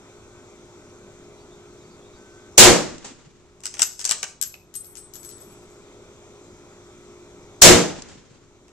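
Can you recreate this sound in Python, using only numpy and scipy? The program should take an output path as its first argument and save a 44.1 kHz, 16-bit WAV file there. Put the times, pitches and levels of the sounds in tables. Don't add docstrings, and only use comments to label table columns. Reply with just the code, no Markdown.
import sys
import numpy as np
from scipy import signal
from scipy.io import wavfile
from scipy.ndimage import uniform_filter1d

SR = 44100
rng = np.random.default_rng(int(sys.argv[2]) if len(sys.argv) > 2 else 0)


def linear_from_db(decibels):
    return 10 ** (np.asarray(decibels, float) / 20)


def wav_out(sig):
    wavfile.write(sys.argv[1], SR, np.round(np.clip(np.atleast_2d(sig).T, -1, 1) * 32767).astype(np.int16))


N = 384552


def read(points, hz, column=1):
    table = np.transpose(points)
    return np.interp(np.log(hz + 1), np.log(table[0] + 1), table[column])


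def evened(x):
    return x / np.sqrt(np.mean(x ** 2) + 1e-20)


def add(mix, start_s, sound):
    part = mix[..., round(start_s * SR):][..., :sound.shape[-1]]
    part += sound[..., :part.shape[-1]]


def sides(lean_db):
    return linear_from_db(np.array([[.5], [-.5]]) * lean_db)


def noise(size, frame, same, magnitude):
    hop = frame // 4
    hz = np.fft.rfftfreq(frame, 1 / SR)[:, None]
    t = np.arange(size // hop + 5) * hop / SR
    a, b, c, d = rng.standard_normal((len(t), len(hz), 4)).T
    left, other = a + 1j * b, c + 1j * d
    like = np.clip(read(same, hz), -1, 1)
    right = like * left + np.sqrt(1 - like ** 2) * other
    spectra = np.array([left, right]) * magnitude(hz, t)
    return signal.istft(spectra, nperseg=frame, noverlap=frame - hop)[1][:, :size]


def coloured(size, frame, same, colour):
    return evened(noise(size, frame, same, lambda hz, t: linear_from_db(read(colour, hz) + 0 * t)))


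def wander(hz):
    t = np.arange(N) / SR
    rates = np.geomspace(0.11 * hz, hz, 8)
    return evened(sum(np.sin(2 * np.pi * (f * t + rng.random())) / np.sqrt(f) for f in rates))


# (frequency [Hz], correlation [-1..1])
BURST_LIKENESS = [(60, 0.2), (180, 0.27), (540, 0.3), (1610, 0.65), (4810, 0.11), (14400, 0.065)]


def knock(colour, decay_s, rise_s):
    t = np.arange(2048) / SR
    burst = coloured(len(t), 256, BURST_LIKENESS, colour)
    return burst * np.exp(-t / decay_s) * np.minimum(t / rise_s, 1)


# (frequency [Hz], relative density [dB per Hz])
AIR_COLOUR = [(60, -11), (290, -8), (370, -7.5), (670, -16), (1400, -18), (1670, -26.5), (2340, -21.5),
              (2900, -29.5), (3500, -23.5), (4700, -30.5), (6200, -25), (7500, -30), (9000, -36.5),
              (11000, -45.5), (14200, -49.5), (15000, -79.5)]
# (frequency [Hz], correlation [-1..1])
AIR_LIKENESS = [(60, 0.89), (150, 0.95), (370, 1), (930, 0.74), (2320, 0.94), (5780, -0.45), (14400, -0.24)]
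# (frequency [Hz], left over right [dB])
AIR_LEAN = [(60, 2.5), (240, 0.5), (930, 1), (3660, -0.5), (14400, 5)]


def air():
    def shape(hz, t):
        patches = rng.standard_normal((len(t), len(hz)))
        patches = uniform_filter1d(uniform_filter1d(patches, 12, 0), 10, 1).T
        lean_db = np.array([.5, -.5])[:, None, None] * read(AIR_LEAN, hz)
        return linear_from_db(read(AIR_COLOUR, hz) + 1.2 * evened(patches) + lean_db)
    return linear_from_db(-50) * evened(noise(N, 1024, AIR_LIKENESS, shape))


# (frequency [Hz], level [dB rms])
ENGINE_PARTIALS = [(102.3, -63.5), (355.3, -54.5), (409.1, -56), (613.7, -66), (1314, -71)]


def engine():
    warped_s = np.cumsum(1 + 0.0011 * wander(2.4)) / SR
    out = np.zeros((2, N))
    for hz, db in ENGINE_PARTIALS:
        level = np.sqrt(2) * linear_from_db(db + 0.97 * wander(3.1))
        out += level * np.sin(2 * np.pi * (hz * warped_s + rng.random()))
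    return out


WHINE_PULSES = [-66.5, -67, -70, -61]


def whine():
    first_s, every_s, on_s, edge_s = 0.096, 0.688, 0.34, .04
    t = np.arange(N) / SR
    level = np.zeros(N)
    for k, db in enumerate(WHINE_PULSES):
        start = first_s + every_s * k
        inside_s = np.minimum(t - start, start + on_s - t)
        level += linear_from_db(db) * np.clip(inside_s / edge_s + .5, 0, 1)
    return np.sqrt(2) * level * linear_from_db(2 * wander(15.0)) * np.sin(2 * np.pi * 1527 * t)


# (middle time [s], start pitch [Hz], end pitch [Hz], length [s], level [dB])
BIRD_CHIRPS = [(1.39, 4100, 3700, .05, -61), (1.41, 4500, 4600, .06, -62), (1.526, 3440, 3810, .064, -59),
               (1.815, 4050, 3600, .045, -61), (1.85, 4500, 4620, .09, -65), (1.925, 4520, 4800, .06, -61),
               (2.03, 3400, 3450, .05, -59), (2.06, 3500, 3960, .06, -60), (2.145, 4000, 3650, .05, -61),
               (2.165, 4550, 4650, .05, -61)]


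def bird():
    out = np.zeros(N)
    for middle_s, from_hz, to_hz, length_s, db in BIRD_CHIRPS:
        hz = np.linspace(from_hz, to_hz, round(length_s * SR))
        hz *= 1 + 0.042 * np.sin(2 * np.pi * 70 * np.arange(len(hz)) / SR)
        whistle = np.hanning(len(hz)) * np.sin(2 * np.pi * np.cumsum(hz) / SR)
        add(out, middle_s - length_s / 2, linear_from_db(db) * whistle)
    return out


# (frequency [Hz], relative density [dB per Hz])
TAP_COLOUR = [(410, -45), (700, -13), (1480, -14.5), (2460, 2.5), (3350, -11.5), (3680, -14), (6500, -14),
              (8450, -48.5), (14300, -120)]


def tap():
    out = np.zeros((2, N))
    add(out, 4.5409, linear_from_db(-20) * knock(TAP_COLOUR, 0.0025, .0008))
    return out


# (frequency [Hz], relative density [dB per Hz])
STEEL_COLOUR = [(1180, -41.5), (2000, -26), (2840, -12.5), (3280, -12), (6210, -0.5), (6750, -9),
                (7590, -2.5), (9930, -14.5), (13700, -24), (14800, -37.5)]
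# (start time [s], end time [s], level [dB])
SLIDE_STROKES = [(3.653, 3.67, -38.5), (3.7, 3.78, -49.5), (3.799, 3.837, -27.5), (3.87, 3.97, -44),
                 (4.004, 4.004, -30), (4.054, 4.13, -31), (4.18, 4.294, -41)]


def slide():
    rise, fall = 830, 330
    t = np.arange(N) / SR
    strokes_db = [db - rise * np.maximum(start - t, 0) - fall * np.maximum(t - end, 0)
                  for start, end, db in SLIDE_STROKES]
    grit = linear_from_db(4.0 * rng.exponential(1, N).clip(0, 4))
    grit *= rng.random(N) < 2500 / SR
    click = knock(STEEL_COLOUR, 0.00091, 0.00012)
    rub = evened(signal.fftconvolve(grit[None], click, axes=1)[:, :N])
    return rub * linear_from_db(np.max(strokes_db, 0)) * sides(5)


# (base time [s], mouth time [s], base tick level [dB], ring drive from base [dB], ring drive from mouth [dB])
CASE_BOUNCES = [(3.8344, 3.8344, -29.5, -28.5, -68), (4.4132, 4.4256, -23, -18, -68),
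                (4.7401, 4.7532, -37, -40, -33.5), (4.8444, 4.8444, -50, -41.5, -65),
                (4.9538, 4.9701, -41.5, -54, -48.5), (5.1365, 5.155, -42.5, -44, -50.5),
                (5.2304, 5.248, -46, -49, -48.5), (5.2905, 5.3128, -47.5, -51, -54.5),
                (5.3818, 5.4044, -55.5, -58, -54), (5.4234, 5.4234, -59, -58, -69),
                (5.5, 5.5, -65, -64.5, -70), (5.62, 5.62, -68.5, -86, -69), (5.7, 5.7, -70, -86.5, -70)]
# (lower frequency [Hz], upper frequency [Hz], waves round the rim [count])
CASE_MODES = [(7962, 8123, 1), (10220, 10450, 3), (11690, 11770, 2)]
CASE_DECAYS = [0.47, 0.44, 0.26]
BASE_DRIVE, MOUTH_DRIVE = [-44, -46.5, -1.5], [0, -6, -5]
# (time [s], place hit on the rim [deg])
CASE_SPOTS = [(3.83, 8), (4.4, 25), (4.74, 5), (4.9, 11), (4.97, 31), (5.13, 85)]
# (frequency [Hz], relative density [dB per Hz])
TICK_COLOUR = [(470, -20.5), (800, -37), (1560, -14.5), (1990, -19), (4040, -11.5), (5780, -5.5),
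               (7600, -10.5), (9880, -31), (16700, -120)]
# (frequency [Hz], relative density [dB per Hz])
SNAP_COLOUR = [(900, -25), (3000, -19.5), (8000, 0), (12000, -6), (15000, -22.5)]


def case():
    rings, ticks, t = np.zeros((3, N)), np.zeros((2, N)), np.arange(SR) / SR
    low_hz, high_hz, waves = np.transpose(CASE_MODES)[..., None]
    low_twin, high_twin = np.sin(2 * np.pi * low_hz * t), np.sin(2 * np.pi * high_hz * t)
    dying_db = -60 * t / np.array(CASE_DECAYS)[:, None]
    for base_s, mouth_s, db, base_db, mouth_db in CASE_BOUNCES:
        base = base_s, db, base_db + np.array(BASE_DRIVE)
        mouth = mouth_s, db + 0.5, mouth_db + np.array(MOUTH_DRIVE)
        for at, tick_db, ring_db in [base, mouth]:
            turn = waves * np.radians(np.interp(at, *np.transpose(CASE_SPOTS)))
            twins = np.cos(turn) * high_twin + np.sin(turn) * low_twin
            add(rings, at, linear_from_db(ring_db[:, None] + dying_db) * np.minimum(t / 0.0012, 1) * twins)
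            tick = knock(TICK_COLOUR, 0.0025, .0006)
            snap = linear_from_db(0.43 * (tick_db + 36)) * knock(SNAP_COLOUR, .002, 0.00047)
            skid = linear_from_db(-11) * knock(TICK_COLOUR, 0.022, 0.0087)
            add(ticks, at, linear_from_db(tick_db) * (tick + snap + skid))
    fluttering = sum(ring * linear_from_db(3.05 * wander(120.)) for ring in rings)
    return sides(18.2) * fluttering + sides(24) * ticks


# (time [s], level [dB], left over right [dB], wooden body against the steel [dB])
BOLT_STOPS = [(3.604, -41, 9, -15), (3.6358, -25, 1.5, -13), (3.6551, -12.5, 1, -15),
              (3.6659, -18, -4, -28), (3.74, -21, 1.5, -13.5), (3.7684, -31.5, -0.5, -3),
              (3.7936, -8.5, 1.5, -12.5), (3.8185, 3, 1.5, -19), (3.9924, -16.5, 5, -16.5),
              (4.0024, -21, -2.5, -19.5), (4.0127, -15, -4, -16.5), (4.0424, -11, 7, -18.5),
              (4.0511, -3, 4, -21.5), (4.0574, -12.5, -4.5, -19), (4.0752, -13.5, 0, -16),
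              (4.0921, -4.5, 8, -19), (4.1102, 1.5, 3.5, -14.5), (4.1184, -5.5, 4.5, -28),
              (4.1334, -20, 7, -26.5), (4.2292, -5, 2, -11.5), (8.6811, -43.5, 1, -5)]
# (frequency [Hz], relative density [dB per Hz])
STOCK_COLOUR = [(150, -41), (250, -9.5), (1210, -6.5), (2750, -3.5), (3500, -9), (4550, -37), (7700, -120)]


def bolt():
    out = np.zeros((2, N))
    for s, db, lean_db, body_db in BOLT_STOPS:
        decay_s = 0.0028 / (1 + 0.5 * linear_from_db(body_db))
        steel = knock(STEEL_COLOUR, decay_s, .001)
        wood = linear_from_db(body_db) * knock(STOCK_COLOUR, 3.5 * decay_s, 0.00094)
        add(out, s, linear_from_db(db) * sides(lean_db) * (steel + wood))
    return out


# (frequency [Hz], time to fall 60 dB [s])
SHELTER_DECAY = [(500, 0.61), (2000, 0.305), (5000, 0.39), (9000, 0.3), (14000, 0.029)]


def shelter(x):
    def reflection(hz, t):
        first_db = 12.6 * (abs(t - .0095) < .0015)
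        return linear_from_db(-60 * t / read(SHELTER_DECAY, hz) + first_db) * (t > .0075)

    out, source = x.copy(), 0.385 * x + 0.433 * x[::-1]
    t = np.arange(N) / SR
    for k in range(3):
        tail = noise(SR // 2, 128, [(100, 1.0), (9000, 0.29)], reflection)
        tail *= linear_from_db(-3) / np.linalg.norm(tail[0])
        share = np.sqrt(2 / 3) * np.cos(np.pi * (6.5 * t + k / 3))
        out += signal.fftconvolve(source * share, tail, axes=1)[:, :N]
    return out


# (time [s], blast level [dB], bullet strike level [dB], berm echo level [dB])
RIFLE_SHOTS = [(2.5781, 3, -27, -25.5), (7.618, 3, -21, -37.5)]
# (frequency [Hz], relative density [dB per Hz])
BLAST_COLOUR = [(15, -55), (25, -24), (142, -14.5), (171, -7.5), (308, -17.5), (362, 4), (414, -18),
                (473, -4.5), (1030, -15), (1380, -16.5), (7410, -23), (13700, -36), (14800, -52.5)]
# (frequency [Hz], build-up [s], time to fall 60 dB [s])
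BOOM_TIMES = [(40, 0.039, 0.23), (118.7, 0.093, 0.18), (177, 0.13, 0.5), (400, 0.14, .4),
              (991.4, 0.099, 0.37), (2973, 0.04, 0.35), (6000, 0.0022, 0.38), (12000, 0.0048, .25)]
# (frequency [Hz], level [dB against the blast], loudest after the shot [s], spread [s])
ROOF_NOTES = [(117.3, -18.5, 0.088, 0.076), (175.5, -14, .13, 0.083), (238.1, -13.5, .11, .077),
              (295.3, -17, 0.14, .1), (360.6, -2.5, .1, .035), (473, -14, .13, .081)]
# (frequency [Hz], relative density [dB per Hz])
ECHO_COLOUR = [(180, -31.5), (300, 1.5), (378, -16), (435, -6.5), (926, -7), (1200, -14), (7550, -12.5),
               (12000, -44), (15600, -68.5), (22000, -120)]
# (frequency [Hz], relative density [dB per Hz])
VALLEY_COLOUR = [(59, -29), (100, -13), (312, -5.5), (674, -30.5), (833, -20), (1090, -21), (6670, -27.5),
                 (10000, -44.5), (13000, -86.5), (22000, -120)]
# (delay after the shot [s], level [dB], frequency [Hz])
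HILL_THUDS = [(.535, -28, 260), (.685, -33, 150)]


def shots():
    out, t = np.zeros((2, N)), np.arange(SR) / SR

    def boom(hz, t):
        dying = np.sqrt(t ** 2 + 0.1 ** 2) - .09
        build_up = 1 - np.exp(-(t + 0.011) / read(BOOM_TIMES, hz))
        return linear_from_db(read(BLAST_COLOUR, hz) - 60 * dying / read(BOOM_TIMES, hz, column=2)) * build_up

    def reply(colour, t60, rise_s):
        sound = coloured(SR, 256, BURST_LIKENESS, colour)
        return sound * linear_from_db(-60 * t / t60) * np.minimum(t / rise_s, 1)

    for s, blast_db, strike_db, echo_db in RIFLE_SHOTS:
        field = noise(SR, 1024, BURST_LIKENESS, boom)
        field *= np.minimum(t / 0.0021, 1) / np.sqrt(np.mean(field[:, :SR // 10] ** 2))
        for hz, db, loudest, spread in ROOF_NOTES:
            swell = linear_from_db(db) * np.exp(-((t - loudest) / spread) ** 2) * np.minimum(t / 0.0057, 1)
            phase = rng.random() + .07 * rng.standard_normal((2, 1))
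            field += swell * np.sin(2 * np.pi * (hz * t + phase))
        add(out, s, linear_from_db(blast_db) * field)
        add(out, s - .004, linear_from_db(-21.0) * reply(STEEL_COLOUR, .04, .003))
        add(out, s + .403, linear_from_db(strike_db) * reply(TICK_COLOUR, 0.02, .0005))
        add(out, s + .465, linear_from_db(echo_db) * reply(ECHO_COLOUR, 0.3, 0.0043))
        lumps = evened(uniform_filter1d(uniform_filter1d(rng.standard_normal(SR), 700), 700))
        fade = np.hanning(2 * SR)[SR:] ** 0.33
        add(out, s + 0.1, linear_from_db(-25.5 + 1.73 * lumps) * reply(VALLEY_COLOUR, 2.07, 0.12) * fade)
        for delay, db, hz in HILL_THUDS:
            turns = np.arange(0, 3.5, hz / SR)
            add(out, s + delay, linear_from_db(db) * np.hanning(len(turns)) * np.sin(2 * np.pi * turns))
    return out


def scene():
    far = air() + engine() + whine()
    far[1] = np.roll(far[1], 5)
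    small = bird() + tap() + slide() + case() + bolt()
    return far + shelter(small) + shots()


def roll_off(x):
    return signal.sosfilt(signal.butter(12, 15000, fs=SR, output="sos"), x)


def resonate(x, peaks):
    return sum(linear_from_db(db) * signal.lfilter(*signal.iirpeak(hz, hz / max(width, 20), SR), x)
               for hz, width, db in peaks)


# (frequency [Hz], width [Hz], level [dB])
PORT_PEAKS = [(7430, 630, 5.5), (6370, 1000, -3.5)]
# (frequency [Hz], relative density [dB per Hz])
RUMBLE_COLOUR = [(15, -3), (40, 0), (120, -0.5), (300, -11.5), (700, -34), (3000, -45), (9000, -48),
                 (12000, -89.5)]
# (frequency [Hz], relative density [dB per Hz])
OVERLOAD_COLOUR = [(15, -9), (30, 1), (70, .5), (120, -5), (170, -30), (400, -70)]


def record(dry):
    heard = np.array([x + resonate(x, [port]) for x, port in zip(dry, PORT_PEAKS)])
    power = (heard ** 2).mean(0)
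    power_db = 10 * np.log10(abs(uniform_filter1d(power, 400)) + 1e-12)
    fall = np.arange(N) * 28. / SR
    held_db = np.maximum.accumulate(power_db + fall) - fall
    cut_db = np.clip(0.37 * (held_db + 38.0), 0, 10)
    pole = np.exp(-1 / (0.038 * SR))
    ducked = heard / linear_from_db(signal.lfilter([1 - pole], [1, -pole], cut_db))
    ducked += linear_from_db(-60) * coloured(N, 2048, [(20, 0.56), (200, 1.0)], RUMBLE_COLOUR)
    held_power = uniform_filter1d(power, 1200, origin=599)
    overload_db = 10 * np.log10(abs(held_power) + 1e-12) + 2
    overload_rumble = coloured(N, 2048, [(20, .05), (200, 0.45)], OVERLOAD_COLOUR)
    ducked += linear_from_db(-22) * overload_rumble * np.clip(overload_db / 3, 0, 1)
    return roll_off(np.clip(ducked, -0.98, 0.98))


dry = scene()
out = record(dry)
wav_out(out)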